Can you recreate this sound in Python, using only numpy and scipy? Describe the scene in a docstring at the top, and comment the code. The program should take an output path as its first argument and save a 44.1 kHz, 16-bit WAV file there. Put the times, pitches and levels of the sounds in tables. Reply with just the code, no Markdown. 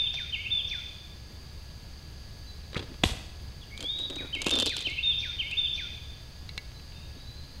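"""Over a low outdoor rumble and a small camera's hiss and whine, a songbird whistles in a wooded backyard.
An archer draws, and the shaft rasps on the rest by stick-slip friction. At the release the string slaps,
the limbs thump, the feathers hiss away and the yard reverberates. The next arrow rubs and rattles out of
the hollow quiver while the bird sings again. Its nock clicks onto the string and sets the shaft ringing;
last come light handling noises and the calls of a second bird, far off."""
import sys
import numpy as np
from scipy import signal
from scipy.fft import rfft, irfft
from scipy.io import wavfile
from scipy.ndimage import uniform_filter1d

SR = 44100
rng = np.random.default_rng(int(sys.argv[2]) if len(sys.argv) > 2 else 0)


def dump_mix(stems):
    """Bounce the given channels to the path in sys.argv[1] as a 16-bit WAV at rate SR."""
    frames = np.atleast_2d(stems).T  # one column per channel
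    limited = np.clip(frames, -1, 1)  # hard clip at full scale
    pcm = np.round(limited * 32767).astype(np.int16)
    wavfile.write(sys.argv[1], SR, pcm)


N = 335156
TIME = np.arange(N) / SR

# Levels in the tables are relative: each source applies its own gain and filter.
# spectra of the steady noises: frequency_hz, gain_db
RUMBLE_SPECTRUM = [(15, -6), (45, -3.5), (72, -3.5), (100, -5.5), (135, -8), (170, -13.5), (260, -21),
                   (500, -25.5), (1000, -31), (2000, -41), (5000, -46.5)]
HISS_SPECTRUM = [(300, -7.5), (2000, -0.5), (3300, 1.5), (4200, 3), (4700, 12.5), (5200, 0), (5750, -7.5),
                 (6350, 2), (7000, -10.5), (10000, -14.5), (15500, -25)]
# tones of the camera's whine: pitch_hz, level_db
WHINE_TONES = [(71, -46.5), (1676, -65.5), (6720, -76.5), (8400, -86.5), (11760, -82)]
# reverberation times of the nearest crowns, the woods and the yard: frequency_hz, t60_s
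LEAF_DECAY = [(1000, 0.1), (7000, 0.13)]
WOODS_DECAY = [(100, .4), (1500, 0.4), (2400, 1.04), (3600, 1.145), (6000, 1.13), (14000, 0.32)]
YARD_DECAY = [(100, 0.61), (500, 0.84), (2500, 0.78), (7000, 0.9), (14000, 0.35)]

# contours of the near bird's notes, by name: time_s, pitch_hz, level_db
NOTE_CONTOURS = { "slur": [(0, 2660, -21.5), (.008, 3110, -2), (.017, 3160, 2), (.028, 2770, 1.5),
                 (.04, 2250, -8.5), (.052, 2130, -9), (.075, 2230, -8.5), (.09, 2310, -8),
                 (.098, 2300, -32)], "lift": [(0, 2400, -1), (.01, 2525, 4.5), (.02, 2740, 12),
                 (.03, 2830, -3)], "whistle": [(0, 3000, -24), (.008, 3560, -5), (.018, 3655, -1),
                 (.04, 3575, 0), (.078, 3560, -2), (.095, 3420, -4), (.112, 3030, -11), (.12, 2900, -30)],
                 "chip": [(0, 5120, 9), (.007, 6050, -5.5), (.013, 6400, -2.5), (.019, 5670, 3),
                 (.023, 3960, 12.5), (.032, 3200, -1)], "flick": [(0, 4915, -11), (.006, 4580, 0),
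                 (.022, 3900, 9), (.03, 3663, -12)], "pip": [(0, 3480, -28.5), (.01, 3430, -11),
                 (.02, 3440, 4.5), (.028, 3250, -16)], "drop": [(0, 2270, -1.5), (.011, 2570, 6),
                 (.022, 2170, 1), (.034, 1700, -5.5), (.05, 1470, -11), (.085, 1400, -14.5),
                 (.1, 1400, -52.5)], "rise": [(0, 3120, -18), (.025, 3250, 0), (.04, 3300, 7),
                 (.085, 3623, 10), (.145, 3767, 3.5), (.215, 3806, 8), (.265, 3838, 1), (.295, 3380, -30)],
                 }
# the two parts of a phrase: offset_s, note, level_db
PHRASE_MOTIF = [(-.181, "slur", -5.5), (-.051, "lift", -14.5), (0, "whistle", -1), (.15, "pip", -11)]
PHRASE_ENDING = [(-.034, "chip", -21.5), (0, "drop", -15.5)]
# phrases, timed from their whistle: start_s, level_db, ending_delay_s, whistle_pitch_hz
SONG_PHRASES = [(-.033, -21.5, .2, 3594), (.5, -21, 0.21, 3545), (4.505, -21, 0.19, 3590),
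                (5.024, -20, .198, 3618), (5.565, -20.5, 0.21, 3571)]
# notes outside the phrases: start_s, note, level_db
LONE_NOTES = [(3.815, "rise", -36.5), (4.18, "drop", -40), (4.655, "flick", -30)]
# the far bird's glides: start_s, length_s, first_hz, last_hz, level_db, waver_ratio
FAR_GLIDES = [(2.46, .06, 4060, 3990, -52, .008), (3.605, .045, 3650, 2950, -51, .05),
              (3.69, .13, 2100, 2420, -49.5, .035), (6.73, .08, 4050, 4020, -55.5, .006),
              (6.9, .19, 2750, 2550, -61, .06), (6.91, .2, 3620, 3740, -57, .008),
              (7.12, .37, 3800, 4220, -55, .005), (7.4, .2, 4180, 4180, -61, .008)]

# rubs of sleeve and bow grip, and last a faint low swell: start_s, length_s, level_db
SLEEVE_RUBS = [(2.789, 0.072, -41.5), (2.867, 0.097, -45.5), (7.138, 0.064, -50), (7.296, .35, -64)]
# light knocks of the hands: start_s, level_db, t60_s
HAND_KNOCKS = [(.139, -8.5, 0.055), (1.62, -27.5, 0.044), (6.717, -24, 0.016), (6.797, -24, 0.028),
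               (6.921, -23, .03)]
# responses of the cloth, the knocked bow and the plastic nock: frequency_hz, gain_db
CLOTH_SPECTRUM = [(80, 4.5), (180, -6.5), (260, 4), (450, -5), (800, -20), (3000, -24), (9000, -54)]
KNOCK_SPECTRUM = [(100, -4), (400, -8), (700, 2), (1300, -9.5), (2700, 5), (4500, 1.5), (12000, -37)]
NOCK_SPECTRUM = [(200, -22), (700, -13), (1200, -40), (2200, 9.5), (3200, 4), (4000, 10), (5500, -3),
                 (8000, -14), (15000, -31)]
# the nock taps, then snaps onto the string: start_s, level_db
NOCK_CLICKS = [(6.492, -15.5), (6.578, -4.5)]
# modes of the arrow shaft: pitch_hz, level_db, t60_s
SHAFT_MODES = [(1680, -13, 0.12), (2020, -8.5, 0.1), (2215, 1, 0.064), (2589, -13, 0.05), (2780, 2, 0.032),
               (4100, 4, 0.033), (4490, -9, 0.052)]

# short pulls out of the quiver: start_s, length_s, wall_db, feather_db, rattle_db
QUIVER_PULLS = [(3.785, .08, -50.5, -57, -32), (3.958, .13, -52.5, -60, -36),
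                (4.094, 0.18, -45.5, -62, -32), (4.35, 0.13, -47.5, -58, -30),
                (4.463, 0.038, -30.5, -43, -10.5), (4.504, 0.14, -34, -37.5, -9),
                (4.648, 0.052, -39.5, -34.5, -11.5), (4.762, 0.075, -50, -39, -16.5),
                (4.852, 0.074, -49.5, -49, -28)]
# the hardest collisions between shafts: start_s, level_db, t60_s
SHAFT_CLACKS = [(3.7768, -16.5, 0.014), (3.8063, -12, 0.033), (3.8272, -13, .012), (3.842, -21, .014),
                (3.9878, -16.5, 0.16), (4.1001, -15.5, 0.037), (4.1585, -16.5, .024),
                (4.3505, -16.5, 0.013), (4.4184, -3, 0.023), (4.4445, -13, .012), (4.4672, -0.5, 0.033),
                (4.4942, -7.5, 0.022), (4.5072, -3.5, .02), (4.5115, -4.5, .026), (4.588, -4, 0.014),
                (4.6, -0.5, 0.037), (4.6224, -7, 0.022), (4.6598, -2, .0082), (4.6655, -4.5, 0.022),
                (4.7666, -6, 0.018), (4.807, -14, 0.022), (4.8988, -21.5, .017), (5.5124, -17.5, 0.024)]
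# responses of the hollow quiver, brushed feathers and colliding shafts: frequency_hz, gain_db
QUIVER_SPECTRUM = [(100, -40), (180, -20), (230, 1.5), (290, 5.5), (400, -0.5), (540, -1), (660, -6),
                   (800, -12.5), (1200, -13), (2500, -15), (6000, -47)]
BARB_SPECTRUM = [(1000, -25), (3200, 5), (5500, -4.5), (7300, -31), (10000, -26), (13000, -26),
                 (15500, -52)]
CLACK_SPECTRUM = [(100, -23), (300, -21), (700, -9), (1400, -11.5), (2200, -12), (3200, 8.5), (4200, 1),
                  (5500, -8.5), (7200, -4.5), (8400, -10), (9600, -13.5), (12000, -21), (13500, -33),
                  (15500, -35)]

# the drawn arrow catches on the rest: start_s, level_db, t60_s
DRAW_CATCHES = [(2.731, -14.5, 0.024), (2.7455, -7.5, 0.025), (2.7665, -5, 0.035), (2.7775, -8, 0.022),
                (2.793, -6, 0.04), (2.826, -13.5, 0.074), (2.942, -20, 0.012)]
# it rasps between the catches: start_s, length_s, level_db
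DRAW_RASPS = [(2.75, 0.078, -43)]
# the wood squeaks under it: time_s, pitch_hz, level_db
SQUEAK_CONTOUR = [(2.752, 1350, -48), (2.755, 1800, -41), (2.758, 2080, -34), (2.765, 2070, -35.5),
                  (2.769, 2490, -32)]
# response of the shaft on the rest: frequency_hz, gain_db
SCRAPE_SPECTRUM = [(60, -7), (200, 0), (420, 12), (700, 1.5), (1200, 1), (1900, -1), (2600, 0), (3900, 3.5),
                   (5500, -12), (9000, -21), (15000, -45)]

# low blows of limbs, arm and quiver: start_s, level_db, pitch_hz, length_s
AIR_PULSES = [(2.763, -22, 129, 0.0085), (2.771, -33, 77.4, 0.0487), (3.036, -20, 184, 0.0064),
              (3.077, -38, 45, 0.086), (3.48, -37, 55, 0.04), (4.466, -13.5, 347, 0.0051)]
# the string slaps home and the arrow clatters past the bow: start_s, level_db, t60_s
STRING_SLAPS = [(3.0354, -12, 0.0049), (3.0366, -1, 0.0074), (3.0380, -2.5, 0.0053), (3.0396, -.5, 0.0093),
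                (3.0417, -11, .012), (3.0548, -13.5, .008)]
# spectra of the slap and of the feathers in flight: frequency_hz, gain_db
SLAP_SPECTRUM = [(40, -32), (170, 11), (270, 1.5), (390, 10), (560, -4.5), (780, -1.5), (1000, -4),
                 (1350, -10), (2000, -4), (2800, -0.5), (3700, 2), (4500, -19), (7500, -17), (10000, -28),
                 (15000, -48)]
FLIGHT_SPECTRUM = [(200, -17), (800, -3), (1300, -7), (3400, 2), (5500, -3), (8000, -6.5), (11500, -13.5),
                   (15000, -26)]
# modes of bow and arrow: pitch_hz, level_db, t60_s
BOW_MODES = [(220, -0.5, .12), (363, -2, 0.071), (484, -10, .07), (750, -12, 0.053), (1076, -2.5, 0.029),
             (2520, -9, 0.02), (2890, -2.5, 0.055), (3410, -9, 0.068), (4000, -5.5, 0.1), (8150, -19, .16)]

LOOSE_S = 3.036  # the arrow leaves the string
SWING_PERIOD_S, SWING_LOSS_DB = .0585, 8.5  # free oscillation of the limbs


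def amp(db):
    """Amplitude ratio of a level in decibels."""
    return 10 ** (np.asarray(db) / 20)


def unit_rms(x):
    """Normalisation to a mean power of one."""
    return x / np.sqrt(np.mean(x ** 2) + 1e-20)


def curve_at(points, hz):
    """Interpolation on a logarithmic frequency axis."""
    frequency, value = np.transpose(points)
    return np.interp(np.log(hz + 1), np.log(frequency + 1), value)


def drift(count, cutoff_hz):
    """Random modulation: low-passed noise of about unit rms."""
    hz = np.fft.rfftfreq(count + SR, 1 / SR)
    spectrum = rfft(rng.standard_normal(count + SR))
    return unit_rms(irfft(spectrum / (1 + (hz / cutoff_hz) ** 4)))[:count]


def colour(x, spectrum, size=4096):
    """Source-filter principle: the excitation passes a minimum-phase response of unit energy."""
    log_gain = np.log(amp(curve_at(spectrum, abs(np.fft.fftfreq(size, 1 / SR)))))
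    taps = np.fft.ifft(np.exp(signal.hilbert(log_gain).conj())).real[:size // 2]
    return signal.oaconvolve(x, taps / np.linalg.norm(taps))[:N]


def echoes(x, decay, delay_s, build_s):
    """Reverberation by scattering: sparse reflections build up, then each band decays at its own rate."""
    t = TIME[:SR * 2]
    reflections = rng.standard_normal(len(t)) * (rng.random(len(t)) < .06)
    hz, frame_s, bands = signal.stft(reflections, SR, nperseg=256)
    bands = bands * amp(-60 * frame_s / curve_at(decay, hz)[:, None])
    tail = signal.istft(bands, SR)[1][:len(t)]
    tail *= 1 - np.exp(-np.maximum(t - delay_s, 0) / build_s)
    return signal.fftconvolve(x, tail / np.linalg.norm(tail))[:len(x)]


def impacts(hits, spectrum, chatter):
    """Impact excitation: an impulse and a decaying chatter, filtered by the struck body."""
    force, t = np.zeros(N), TIME[:SR // 10]
    for start_s, db, t60_s in hits:
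        dying_noise = unit_rms(rng.standard_normal(len(t)) * amp(-60 * t / t60_s))
        push = chatter * dying_noise / np.sqrt(len(t))
        push[0] += 1
        add(force, start_s, amp(db) * push / np.linalg.norm(push))
    return colour(force, spectrum)


def ringing(hits, modes):
    """Modal vibration: every hit excites the same damped sinusoids."""
    out, t = np.zeros(N), TIME[:SR // 4]
    ring = sum(amp(db - 60 * t / t60_s) * np.sin(2 * np.pi * hz * t) for hz, db, t60_s in modes)
    for start_s, db, *_ in hits:
        add(out, start_s, amp(db) * ring)
    return out


def add(mix, start_s, sound):
    """Superposition: a sound joins the mix at its starting time."""
    start = round(start_s * SR)
    sound = sound[max(-start, 0):]
    part = mix[max(start, 0):][:len(sound)]
    part += sound[:len(part)]


def stroke(start_s, length_s, attack_s, release_s):
    """Amplitude envelope of one hand movement, with linear rise and fall."""
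    return np.clip(np.minimum((TIME - start_s) / attack_s, (start_s + length_s - TIME) / release_s), 0, 1)


def friction(slips_per_s, grip_db):
    """Stick-slip friction of unit rms: tiny random slips under a wavering grip."""
    grip = amp(grip_db * drift(N, 60))
    return unit_rms(grip * rng.standard_normal(N) * (rng.random(N) < slips_per_s / SR))


def glide(contour, waver=.002):
    """Frequency and amplitude modulation: a nearly pure tone follows a contour."""
    time_s, hz, db = np.transpose(contour)
    t = np.arange(time_s[0], time_s[-1], 1 / SR)
    pitch_hz = uniform_filter1d(np.interp(t, time_s, hz), size=300) * (1 + waver * drift(len(t), 78))
    tone = np.sin(2 * np.pi * np.cumsum(pitch_hz) / SR)
    return amp(np.interp(t, time_s, db)) * tone * signal.windows.tukey(len(t), .06)


def background():
    """Noise floor: amplitude-modulated outdoor rumble, with the camera's even hiss and wavering tones."""
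    rumble = amp(-45.5) * colour(rng.standard_normal(N) * amp(.58 * drift(N, 10)), RUMBLE_SPECTRUM)
    hiss = amp(-54) * colour(rng.standard_normal(N), HISS_SPECTRUM)
    whine = sum(amp(db) * np.sin(2 * np.pi * np.cumsum(hz + 4 * drift(N, 9.7)) / SR)
                for hz, db in WHINE_TONES)
    return rumble + hiss + whine


def song(reference_hz=3590):
    """Repetition of one phrase, its whistle transposed; rows of start_s, note, level_db, pitch_ratio."""
    notes = [(start_s, note, db, 1) for start_s, note, db in LONE_NOTES]
    for start_s, phrase_db, ending_delay_s, whistle_hz in SONG_PHRASES:
        for offset_s, note, db in PHRASE_MOTIF:
            ratio = whistle_hz / reference_hz if note == "whistle" else 1
            notes.append((start_s + offset_s, note, phrase_db + db, ratio))
        for offset_s, note, db in PHRASE_ENDING:
            notes.append((start_s + ending_delay_s + offset_s, note, phrase_db + db, 1))
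    return notes


def birds(lead_s=.3):
    """Multipath propagation: two birds are heard directly and by scattering from leaves and trunks."""
    lead = round(lead_s * SR)  # the song is under way when the scene begins
    near, chips, far = np.zeros((3, lead + N))
    for start_s, note, db, ratio in song():
        detuned = ratio + .003 * rng.standard_normal()
        tone = glide(np.multiply(NOTE_CONTOURS[note], [1, detuned, 1]))
        add(chips if note in ("chip", "flick") else near, lead_s + start_s, amp(db) * tone)
    near *= amp(1.5 * drift(len(near), cutoff_hz=70))  # the level trembles
    for start_s, length_s, first_hz, last_hz, db, waver in FAR_GLIDES:
        call = glide([(0, first_hz, db), (length_s, last_hz, db)], waver)
        add(far, lead_s + start_s, call * signal.windows.tukey(len(call), .6))
    direct = amp(-2) * near + amp(1) * far + amp(-8) * chips
    leaves = echoes(amp(-10.5) * (near + chips) + amp(-2) * far, LEAF_DECAY, delay_s=.0014, build_s=.002)
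    woods = echoes(amp(-9) * (near + chips) + amp(-4) * far, WOODS_DECAY, delay_s=.015, build_s=.016)
    return (direct + leaves + woods)[lead:]


def handling():
    """Friction and light impact: the hands rub dully and knock on the bow."""
    pressure = sum(amp(db) * stroke(start_s, length_s, attack_s=.018, release_s=.042)
                   for start_s, length_s, db in SLEEVE_RUBS)
    rub = colour(pressure * rng.standard_normal(N), CLOTH_SPECTRUM)
    return rub + amp(-4.5) * impacts(HAND_KNOCKS, KNOCK_SPECTRUM, chatter=5)


def nock():
    """Impulse response: the click of the plastic nock excites the modes of the shaft."""
    hits = [(start_s, db, .016) for start_s, db in NOCK_CLICKS]
    click = impacts(hits, NOCK_SPECTRUM, chatter=4)
    return amp(-29) * ringing(hits, SHAFT_MODES) + amp(-3.5) * click


def quiver(rattles_per_s=55, rattle_spread_db=3, rattle_t60_s=.017):
    """Friction and collision: each pull rubs the hollow wall, brushes feathers and rattles the shafts."""
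    wall, feathers = np.zeros((2, N))
    rattles = []
    for start_s, length_s, wall_db, feather_db, rattle_db in QUIVER_PULLS:
        pull = stroke(start_s, length_s, attack_s=.0051, release_s=.018)
        wall += amp(wall_db) * pull
        feathers += amp(feather_db) * pull
        for k, (jitter, hardness) in enumerate(rng.uniform(-1, 1, size=(40, 2))):
            after_s = (k + .5 + jitter / 2) / rattles_per_s
            if after_s < length_s:
                rattles.append((start_s + after_s, rattle_db + rattle_spread_db * hardness, rattle_t60_s))
    slips = friction(slips_per_s=3500, grip_db=4)
    clacks = amp(1) * impacts(SHAFT_CLACKS + rattles, CLACK_SPECTRUM, chatter=1.6)
    return colour(wall * slips, QUIVER_SPECTRUM) + colour(feathers * slips, BARB_SPECTRUM) + clacks


def draw():
    """Stick-slip motion: the shaft rasps, catches and squeaks as it slides over the rest."""
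    pressure = sum(amp(db) * stroke(start_s, length_s, attack_s=.02, release_s=.06)
                   for start_s, length_s, db in DRAW_RASPS)
    out = colour(pressure * friction(slips_per_s=920, grip_db=5), SCRAPE_SPECTRUM)
    out += amp(-3) * impacts(DRAW_CATCHES, SCRAPE_SPECTRUM, chatter=4)
    squeak = glide(SQUEAK_CONTOUR, waver=.072)
    roughness = drift(len(squeak), cutoff_hz=610)
    add(out, SQUEAK_CONTOUR[0][0], amp(2.5) * squeak * roughness)
    return out


def swings(count=3):
    """Damped oscillation: the limbs lose equal decibels each swing; rows of start_s, level_db."""
    return [(LOOSE_S + k * SWING_PERIOD_S, -k * SWING_LOSS_DB) for k in range(count)]


def thumps(puff_lag_s=.016, puff_db=-20, puff_hz=74.4, puff_length_s=.0212):
    """Radiation by displaced air: each low blow and each swing of the limbs sends out a short pulse."""
    out = np.zeros(N)
    puffs = [(start_s + puff_lag_s, puff_db + db, puff_hz, puff_length_s) for start_s, db in swings()]
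    for start_s, db, hz, length_s in AIR_PULSES + puffs:
        t = np.arange(0, length_s, 1 / SR)
        envelope = amp(db) * np.sin(np.pi * t / length_s)
        add(out, start_s, envelope * np.sin(2 * np.pi * hz * (length_s / 2 - t)))
    return out


def flight(level_db=-33, rise_s=.008, fade_db_per_s=130):
    """A receding source: the hiss of the feathers swells, then fades as the arrow flies off."""
    flown_s = np.maximum(TIME - LOOSE_S, 0)
    envelope = np.minimum(flown_s / rise_s, 1) * amp(level_db - fade_db_per_s * flown_s)
    hiss = rng.standard_normal(N) * amp(1.1 * drift(N, 150))
    return colour(envelope * hiss, FLIGHT_SPECTRUM)


def shot(rebound_t60_s=.06):
    """Impact and free vibration: the string slaps home, rattles at each return and sets the bow ringing."""
    rebounds = [(start_s + SWING_PERIOD_S, db - 18, rebound_t60_s) for start_s, db in swings()]
    slap = impacts(STRING_SLAPS, SLAP_SPECTRUM, chatter=.6)
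    rattle = impacts(rebounds, SLAP_SPECTRUM, chatter=2.5)
    return amp(6) * (slap + rattle) + amp(-26) * ringing(STRING_SLAPS + rebounds, BOW_MODES)


def scene():
    """Superposition of the archer's direct sound, the yard's reverberation, birds and background."""
    bow = draw() + shot() + flight() + thumps()
    hands = quiver() + nock() + handling()
    yard = echoes(amp(-17) * bow + amp(-19) * hands, YARD_DECAY, delay_s=.0078, build_s=.02)
    # a gentle low-pass softens the top treble of the bow, hands and yard
    soft_top = signal.butter(3, 14200, fs=SR, output="sos")
    archer = signal.sosfilt(soft_top, bow + hands + yard)
    return (archer + birds() + background())[None]


def record(dry):
    """Saturation and band limiting: the small microphone rounds the peaks, then a low-pass follows."""
    ceiling, edge_hz = .6, 15800
    rounded = ceiling * np.tanh(dry / ceiling)
    low_pass = signal.firwin(1535, edge_hz, window=("kaiser", 9), fs=SR)
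    return signal.oaconvolve(rounded, low_pass[None], "same")


dry = scene()
out = record(dry)
dump_mix(out)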